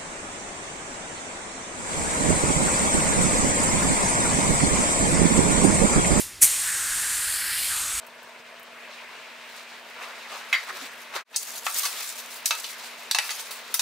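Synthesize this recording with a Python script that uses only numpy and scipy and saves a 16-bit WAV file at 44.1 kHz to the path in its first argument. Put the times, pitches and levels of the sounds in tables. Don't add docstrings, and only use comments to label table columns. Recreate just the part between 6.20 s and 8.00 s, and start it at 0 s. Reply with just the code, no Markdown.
import sys
import numpy as np
from scipy import signal
from scipy.fft import rfft, irfft, next_fast_len
from scipy.io import wavfile
from scipy.ndimage import uniform_filter1d, map_coordinates

SR = 44100
rng = np.random.default_rng(int(sys.argv[2]) if len(sys.argv) > 2 else 0)


def natural_amplitude(level_db):
    exponent = np.asarray(level_db, float) / 20
    return 10 ** exponent


def master(y):
    cut = np.clip(np.atleast_2d(y).T, -1, 1)
    pcm = np.round(cut * 32767)
    wavfile.write(sys.argv[1], SR, pcm.astype(np.int16))


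N = 79380
LEAD = 16384
M = N + LEAD
T = (np.arange(M) - LEAD) / SR
OPEN_S, RISE_S = 0.2081, 0.016


def unit(x):
    return x / np.sqrt(np.mean(np.abs(x) ** 2) + 1e-20)


def along(points, hz):
    f, v = np.transpose(points)
    return np.interp(np.log(hz + 1), np.log(f + 1), v)


def steady(points):
    return lambda hz, s: natural_amplitude(along(points, hz))


def wobble(rate):
    knots = rng.standard_normal(int(M * rate / SR) + 4)
    return map_coordinates(knots, [np.arange(M) * rate / SR])


def rush(gain, patchy_db, size=512):
    hz, s, z = signal.stft(rng.standard_normal(M), SR, nperseg=size)
    patches = uniform_filter1d(rng.standard_normal(z.shape), size=6, axis=0)
    patches = unit(uniform_filter1d(patches, size=10, axis=1))
    g = np.abs(gain(hz[:, None], s - LEAD / SR)) * np.ones(z.shape)
    g = g / np.sqrt(np.mean(g ** 2, axis=0))
    return unit(signal.istft(z * g * natural_amplitude(patchy_db * patches), nperseg=size)[1][:M])


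# pitch_hz, level_db [dB per Hz]
SHOP_HISS = [(290, -15), (500, -15), (594, -11.5), (997, 1.5), (1150, -1.5), (1700, 0.5), (8600, -3),
             (15500, -13)]
# pitch_hz, level_db [dB per Hz]
RUMBLE_COLOUR = [(15, -29), (25, -0.5), (59, 0.5), (263, -12), (293, -19.5), (325, -10.5), (600, -11.5),
                 (780, -23), (1320, -120)]
# pitch_hz, level_db [dB rms]
MOTOR_HUM = [(236.9, -71), (296.1, -69.5), (360.7, -69)]
HISS_DB, RUMBLE_DB = -46, -55


def shop():
    hum = np.zeros(M)
    for hz, db in MOTOR_HUM:
        level = np.sqrt(2) * natural_amplitude(db + 1.6 * wobble(5.42))
        hum += level * np.sin(2 * np.pi * hz * T + 0.6 * wobble(3.87))
    rumble = natural_amplitude(RUMBLE_DB + wobble(8.77)) * rush(steady(RUMBLE_COLOUR), patchy_db=0.5, size=4096)
    hiss = natural_amplitude(HISS_DB) * rush(steady(SHOP_HISS), patchy_db=1.5)
    return hiss + rumble + hum


# pitch_hz, t60_s
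ROOM_DECAY = [(200, 1), (2000, 0.93), (8000, .6), (15000, 0.37)]


def room(x):
    hz, t, z = signal.stft(rng.standard_normal(SR), SR, nperseg=256)
    decay = natural_amplitude(-60 * t / along(ROOM_DECAY, hz)[:, None])
    tail = signal.istft(z * decay, SR, nperseg=256)[1]
    late = np.pad(x, (300, 0))
    return signal.fftconvolve(late, tail / np.linalg.norm(tail))[:M]


# start_s, level_db, pitch_hz, t60_s
KNOCKS = [
    (.22, -37, 143, 0.14),
    (.705, -42, 36, 0.12),
    (1.071, -40, 85, 0.07),
    (1.739, -43, 54, 0.48),
]


def thumps():
    out = np.zeros(M)
    for start_s, db, hz, t60 in KNOCKS:
        t = np.clip(T - start_s, 0, 9)
        out += natural_amplitude(db - 60 * t / t60) * (1 - np.exp(-t / 0.0038)) * np.sin(2 * np.pi * hz * t)
    return out


def opening():
    still_shut = 1 - np.clip((T - OPEN_S) / RISE_S, 0, 1)
    return natural_amplitude(-36 * still_shut ** 1.42) * (T > OPEN_S)


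# pitch_hz, level_db [dB per Hz]
SURGE_COLOUR = [(100, -29.5), (900, -29.5), (2350, -12), (3600, -25), (6200, -7), (9400, 0.5), (13600, -10),
                (14900, -10.5)]
# pitch_hz, level_db [dB per Hz]
LAST_PASS = [(240, -46), (400, -40), (2020, -11), (2460, -15), (2700, -6), (2830, -13.5), (9420, -0.5),
             (14300, -8), (15900, -17)]
HOLD_S, SURGE_DB, SURGE_T60 = 0.0096, -8, 0.14
SHUT_S, LAST_DB, SHUT_T60 = -0.0081, -24, 0.24


def surges():
    drain = natural_amplitude(LAST_DB - 60 * np.clip(T - SHUT_S, 0, 9) / SHUT_T60)
    since_full = np.clip(T - OPEN_S - RISE_S - HOLD_S, 0, 9)
    burst = opening() * natural_amplitude(SURGE_DB - 60 * since_full / SURGE_T60 + 1.3 * wobble(350))
    return (burst * rush(steady(SURGE_COLOUR), patchy_db=-0.6)
            + drain * rush(steady(LAST_PASS), patchy_db=-1.6))


# time_s, jet_db, side_on [0-1], roar_db, roar_hz, echo_ms, rim_echo [0-1]
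GUN_PATH = [(.25, -26, 0, -49, 2300, .72, 0.2), (.41, -26.5, 0, -43, 1910, .71, 0),
            (.46, -27, 0, -36, 1660, 0.71, 0.06), (.62, -28, 0, -36.5, 1570, 0.73, 0),
            (.82, -27.5, 0, -37, 1610, 0.7, 0), (1.0, -27.5, 0, -39, 1650, .67, 0.3),
            (1.15, -28, 0.2, -39, 1640, .65, 0.8), (1.25, -30, 0.66, -36, 1670, .63, 0.8),
            (1.35, -28, .9, -40, 1770, 0.635, 0.56), (1.41, -27.5, 0.9, -50, 2080, 0.644, 0.5),
            (1.485, -26.5, 0.5, -51, 1830, 0.63, 0.5), (1.505, -28, 0.4, -37, 1520, 0.67, 0.3),
            (1.55, -27.5, 0.35, -40.5, 1310, 0.69, 0.6), (1.68, -29.5, 0.16, -41, 1330, 0.75, 0.16),
            (1.8, -29.5, 0.3, -43.5, 1370, 0.74, .05)]


def sweep(s):
    t, *cols = np.transpose(GUN_PATH)
    return [np.interp(s, t, c) for c in cols]


def roar():
    def colour(hz, s):
        off = np.log((hz + 1) / sweep(s)[3]) / 0.18
        off = np.where(off < 0, 1.16 * off, off)
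        return np.exp(-off ** 2) + 0.48 * np.exp(-(off / 2.97) ** 2)
    level = natural_amplitude(sweep(T)[2] + 1.3 * wobble(30.03))
    return opening() * level * rush(colour, patchy_db=0.0)


# pitch_hz, level_db [dB per Hz]
JET_FRONT = [(240, -60), (520, -26.5), (1100, -15), (2400, -11), (5500, -11), (8500, -1), (12200, -12),
             (15000, -16.5)]
# pitch_hz, level_db [dB per Hz]
JET_SIDE = [(400, -23), (1500, -6), (3000, -2), (6000, -8), (8900, 0.5), (10600, -5), (12800, -2.5),
            (15000, -18)]
ECHO, ECHO_HZ = 0.2, 8300
RIM_HZ, RIM_DELAY = 4920, 0.51
LOBE_MS, LOBE_SHIFT = 0.7, 0.84


def jet():
    def near(hz, centre_hz, width):
        return np.exp(-(np.log((hz + 1) / centre_hz) / width) ** 2)

    def colour(hz, s):
        _, side, _, _, ms, rim = sweep(s)
        side = np.clip(side, 0, 1)
        turn = -2j * np.pi * hz * ms / 1000
        sheet_echo = ECHO * near(hz, ECHO_HZ, 0.47) * np.exp(turn)
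        rim_echo = rim * near(hz, RIM_HZ, 0.28) * np.exp(RIM_DELAY * turn)
        seen = hz * (ms / LOBE_MS) ** LOBE_SHIFT
        hiss_db = (1 - side) * along(JET_FRONT, seen) + side * along(JET_SIDE, seen)
        return natural_amplitude(hiss_db) * (1 + sheet_echo - rim_echo)
    level = natural_amplitude(sweep(T)[0] + 0.38 * wobble(16) + 0.51 * wobble(300))
    return opening() * level * rush(colour, patchy_db=0.5)


def scene():
    gun = jet() + roar() + surges()
    mix = gun + natural_amplitude(-11) * room(gun) + thumps() + shop()
    return np.tile(mix[LEAD:], (2, 1))


def top_cut(x):
    return signal.sosfilt(signal.butter(12, 16320, fs=SR, output="sos"), x)


# pitch_hz, level_db
MIC_COLOUR = [(13800, 0.5), (14800, -3.5), (15300, 1), (15800, -21)]


def record(dry):
    m = next_fast_len(N + 8192)
    hz = np.fft.rfftfreq(m, 1 / SR)
    response = natural_amplitude(along(MIC_COLOUR, hz)) * (hz < 15900)
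    heard = irfft(rfft(np.clip(dry, -1.15, 1.15), m) * response, m)[:, :N]
    return top_cut(np.clip(heard, -1, 1))


dry = scene()
out = record(dry)
master(out)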